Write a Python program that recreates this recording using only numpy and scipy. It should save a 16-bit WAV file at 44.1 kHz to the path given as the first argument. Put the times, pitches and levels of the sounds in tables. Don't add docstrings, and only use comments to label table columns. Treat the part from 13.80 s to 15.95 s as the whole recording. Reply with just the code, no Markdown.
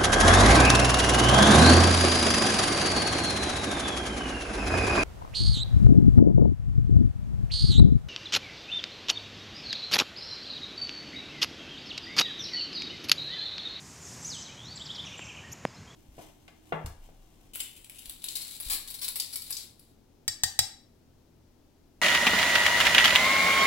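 import sys
import numpy as np
from scipy import signal
from scipy.fft import rfft, irfft, next_fast_len
from scipy.io import wavfile
from scipy.ndimage import uniform_filter1d, map_coordinates

SR = 44100
rng = np.random.default_rng(int(sys.argv[2]) if len(sys.argv) > 2 else 0)


def log_audio(samples):
    frames = np.atleast_2d(samples).T
    limited = np.clip(frames, -1, 1)
    pcm = np.round(limited * 32767).astype(np.int16)
    wavfile.write(sys.argv[1], SR, pcm)


N = 94815
T = np.arange(N) / SR

# f/Hz, relative level/dB
AIR_SPECTRUM = [(25, -21), (45, -20.5), (65, -4.5), (130, 0), (210, -5.5), (330, -11), (600, -14.5),
                (1000, -14), (1400, -17), (2100, -16.5), (3000, -20.5), (4200, -25), (6800, -20),
                (9000, -36), (15000, -43.5)]
HISS_SPECTRUM = [(2500, -23), (4300, -10), (5200, -2), (7000, -1.5), (8700, -7.5), (9600, -18.5),
                 (11000, -12.5), (13000, -23), (15500, -25)]
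# t/s, level/dB
AIR_LEVEL = [(0, -51.5), (.42, -48), (.8, -50), (1.3, -48.5), (1.7, -49.5), (2.15, -51)]
HISS_LEVEL = [(0, -53.5), (.09, -52), (.2, -53.5), (.33, -48.5), (.4, -51.5), (.47, -46), (.58, -56.5),
              (.72, -69), (2.15, -89)]
# t/s, length/s, start, middle and end f/Hz, level/dB
WHISTLES_AND_ECHOES = [(.205, 0.079, 7050, 6730, 4710, -53), (.235, 0.054, 7750, 7350, 5830, -61),
                       (.36, 0.053, 6900, 6230, 5300, -57), (.418, 0.024, 7800, 7500, 7000, -50.5),
                       (.583, 0.011, 6260, 6210, 6000, -52), (.826, .052, 7400, 5760, 4900, -56),
                       (.95, 0.02, 7800, 7510, 6400, -51.5), (1.241, .036, 7500, 6070, 5300, -54.5),
                       (1.376, 0.0092, 7720, 7440, 7200, -50.5), (1.416, 0.02, 7530, 7590, 6900, -55),
                       (1.435, 0.031, 6950, 5890, 5180, -53), (1.611, 0.015, 2803, 2940, 3050, -58),
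                       (1.692, .028, 3050, 2900, 2550, -69)]
# t/s, length/s, start, middle and end f/Hz, level/dB
FAR_CHIRPS = [(.67, 0.076, 2050, 2440, 2570, -57.5), (1.627, 0.057, 1630, 1897, 1650, -52),
              (1.861, 0.024, 5100, 5100, 5000, -56), (1.884, .034, 5050, 4850, 4050, -62),
              (1.942, 0.024, 5000, 5270, 5200, -57), (1.955, 0.0396, 3600, 4210, 4350, -59.5),
              (2.066, 0.03, 3200, 3230, 3230, -60.5), (2.097, .028, 3200, 3380, 3450, -58)]
# t/s, f/Hz, level/dB
SLUR_AND_ECHO = [
    [(.444, 5600, -45), (.457, 6200, -42.5), (.474, 7000, -41), (.492, 6250, -38), (.505, 5100, -41),
     (.531, 3850, -44), (.551, 3250, -48), (.576, 2920, -48.5)],
    [(.531, 7600, -57), (.547, 8050, -51), (.58, 7750, -56.5), (.612, 6950, -49.5), (.634, 5200, -51),
     (.649, 4650, -67), (.661, 4000, -48), (.68, 3350, -54), (.707, 2870, -53)],
]
# t/s, f/Hz, level/dB
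BUZZ_PATH = [(.768, 3000, -49.5), (.82, 3390, -47), (.865, 3770, -52), (.89, 4315, -44.5),
             (.911, 4570, -43.5), (.935, 4470, -41.5)]
# t/s, level/dB
WHIP_SYLLABLES = [(.960, -38), (1.052, -37), (1.144, -35.5)]
CHEW_SYLLABLES = [(1.241, -43), (1.313, -44.5), (1.387, -42), (1.464, -42), (1.543, -44.5)]
# delay/s, length/s, start, middle and end f/Hz, relative level/dB, peak place/0-1
WHIP_STROKES = [(0, .024, 6010, 4900, 3000, -6.5, 0.73), (.033, .032, 2983, 3238, 3970, -1, 0.82)]
CHEW_STROKES = [(0, .018, 2212, 2453, 3000, -9.5, 0.43), (.018, .036, 3457, 2664, 2105, -4.5, 0.25)]
# t/s, length/s, start, middle and end f/Hz, level/dB, peak place/0-1, octave overtone/dB
CHIP_SWEEPS = [(1.724, 0.0122, 7100, 6850, 7600, -39, 0.67, -29),
               (1.715, 0.02, 4400, 6050, 6750, -47.5, .7, -5),
               (1.708, .032, 7500, 6200, 5250, -50.5, 0.55, -35)]
# f/Hz, relative level/dB
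TAP_SPECTRUM = [(100, -20), (330, 2.5), (650, -13), (1100, 0), (1700, -9), (2350, 0.5), (3500, -15),
                (12000, -39)]
KNOCK_SPECTRUM = [(30, -37), (70, -18), (145, 0.5), (230, -0.5), (330, -7), (540, 0), (1000, -4.5),
                  (1300, -13), (1850, -9.5), (2700, -17), (4100, -29.5), (5800, -38), (7000, -32),
                  (15000, -49)]
# f/Hz, t60/s
ECHO_DECAY = [(2000, 0.68), (3500, 0.66), (7000, 0.75), (12000, 0.34)]


def amp(db):
    return 10 ** (np.asarray(db) / 20)


def along(points, hz):
    freqs, values = np.transpose(points)
    return np.interp(np.log(hz + 1), np.log(freqs + 1), values)


def curves(rows):
    times, *columns = np.transpose(rows)
    return [np.interp(T, times, column) for column in columns]


def wobble(rate):
    return map_coordinates(rng.standard_normal(4096), [T * rate], mode="wrap")


def filtered(x, response):
    size = next_fast_len(N + SR // 2)
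    return irfft(rfft(x, size) * response(np.fft.rfftfreq(size, 1 / SR)), size)[..., :N]


def noise(spectrum):
    x = filtered(rng.standard_normal(N), lambda hz: amp(along(spectrum, hz)))
    return x / np.sqrt(np.mean(x ** 2))


def outdoor_air(rumble_hz=260, swing_db=2.5):
    air = noise(AIR_SPECTRUM)
    rumble = filtered(air, lambda hz: np.exp(-(hz / rumble_hz) ** 2))
    swell = amp(swing_db * wobble(14))
    return amp(curves(AIR_LEVEL)[0]) * (air + rumble * (swell - 1))


def hiss():
    return amp(curves(HISS_LEVEL)[0]) * noise(HISS_SPECTRUM)


def whistle(hz, gain, octave_db=-40, third_db=-35.5, waver_hz=25, waver_db=2.5):
    phase = 2 * np.pi * np.cumsum(hz + waver_hz * wobble(300)) / SR
    overtones = sum(amp(db) * np.sin(k * phase) * (k * hz < SR / 2)
                    for k, db in [(2, octave_db), (3, third_db)])
    return np.sqrt(2) * gain * amp(waver_db * wobble(170)) * (np.sin(phase) + overtones)


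def glide(onset, length, start_hz, middle_hz, end_hz, db, peak=0.49):
    progress = np.clip((T - onset) / length, 0, 1)
    bend = 2 * (2 * middle_hz - start_hz - end_hz) * progress * (1 - progress)
    hz = start_hz + (end_hz - start_hz) * progress + bend
    swell = np.sin(np.pi / 2 * np.interp(progress, [0, peak, 1], [0, 1, 0]))
    return hz, amp(db) * swell ** np.where(progress < peak, 1.11, 0.91)


def woods(direct, send_db, build_s=0.023, early_s=0.016, early_db=-1.5):
    hz, t, bands = signal.stft(rng.standard_normal(SR), SR, nperseg=256)
    decay = amp(-60 * t / along(ECHO_DECAY, hz)[:, None])
    build = 1 - np.exp(-t / build_s)
    tail = signal.istft(bands * decay * build, SR, nperseg=256)[1][:SR]
    early = rng.standard_normal(SR) * np.exp(-T[:SR] / early_s)
    echo = tail / np.linalg.norm(tail) + amp(early_db) * early / np.linalg.norm(early)
    return direct + amp(send_db) * signal.fftconvolve(direct, echo)[:N]


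def short_tones(rows, send_db):
    return woods(sum(whistle(*glide(*row)) for row in rows), send_db)


def contour(path, fade_s=0.0032):
    hz, db = curves(path)
    gate = np.clip(np.minimum(T - path[0][0], path[-1][0] - T) / fade_s, 0, 1)
    return uniform_filter1d(hz, size=400), amp(db) * gate


def slur():
    return woods(sum(whistle(*contour(path)) for path in SLUR_AND_ECHO), send_db=-4)


def buzz(flutter_hz=76, swing_hz=110, depth_db=8.5):
    hz, gain = contour(BUZZ_PATH)
    flutter = np.sin(2 * np.pi * flutter_hz * T)
    dips = amp(depth_db * (flutter - 1) / 2)
    return woods(whistle(hz + swing_hz * flutter, gain * dips), send_db=-4)


def trill(syllables, strokes, send_db):
    voice = np.zeros(N)
    for onset, db in syllables:
        for delay, length, *pitches, stroke_db, peak in strokes:
            voice += whistle(*glide(onset + delay, length, *pitches, db + stroke_db, peak))
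    return woods(voice, send_db)


def blow(at_s):
    return signal.unit_impulse(N, round(at_s * SR))


def struck(force, spectrum, size=4096):
    cepstrum = irfft(np.log(amp(along(spectrum, np.fft.rfftfreq(size, 1 / SR)))))
    cepstrum[1:size // 2] *= 2
    cepstrum[size // 2 + 1:] = 0
    ring = irfft(np.exp(rfft(cepstrum)))
    return signal.fftconvolve(force, ring / np.abs(ring).max())[:N]


def tap(at_s=1.3926, rattle_db=-14, rattle_t60_s=0.021):
    envelope = amp(rattle_db - 60 * np.abs(T - at_s) / rattle_t60_s) * (T > at_s)
    rattle = envelope * rng.standard_normal(N)
    return amp(-28.5) * struck(blow(at_s) + rattle, TAP_SPECTRUM)


def chip():
    voice = sum(whistle(*glide(*sweep), octave_db) for *sweep, octave_db in CHIP_SWEEPS)
    return woods(voice, send_db=-16)


def knock(at_s=1.8521):
    return -amp(-9) * struck(blow(at_s), KNOCK_SPECTRUM)


def scene():
    song = slur() + buzz()
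    song += trill(WHIP_SYLLABLES, WHIP_STROKES, send_db=-4)
    song += trill(CHEW_SYLLABLES, CHEW_STROKES, send_db=-1.5)
    song += short_tones(WHISTLES_AND_ECHOES, send_db=1)
    far_birds = short_tones(FAR_CHIRPS, send_db=-6)
    close_by = chip() + tap() + knock()
    mono = song + far_birds + close_by + outdoor_air() + hiss()
    return np.array([mono, mono])


def record(dry, top_hz=15600):
    return filtered(dry, lambda hz: hz < top_hz)


dry = scene()
out = record(dry)
log_audio(out)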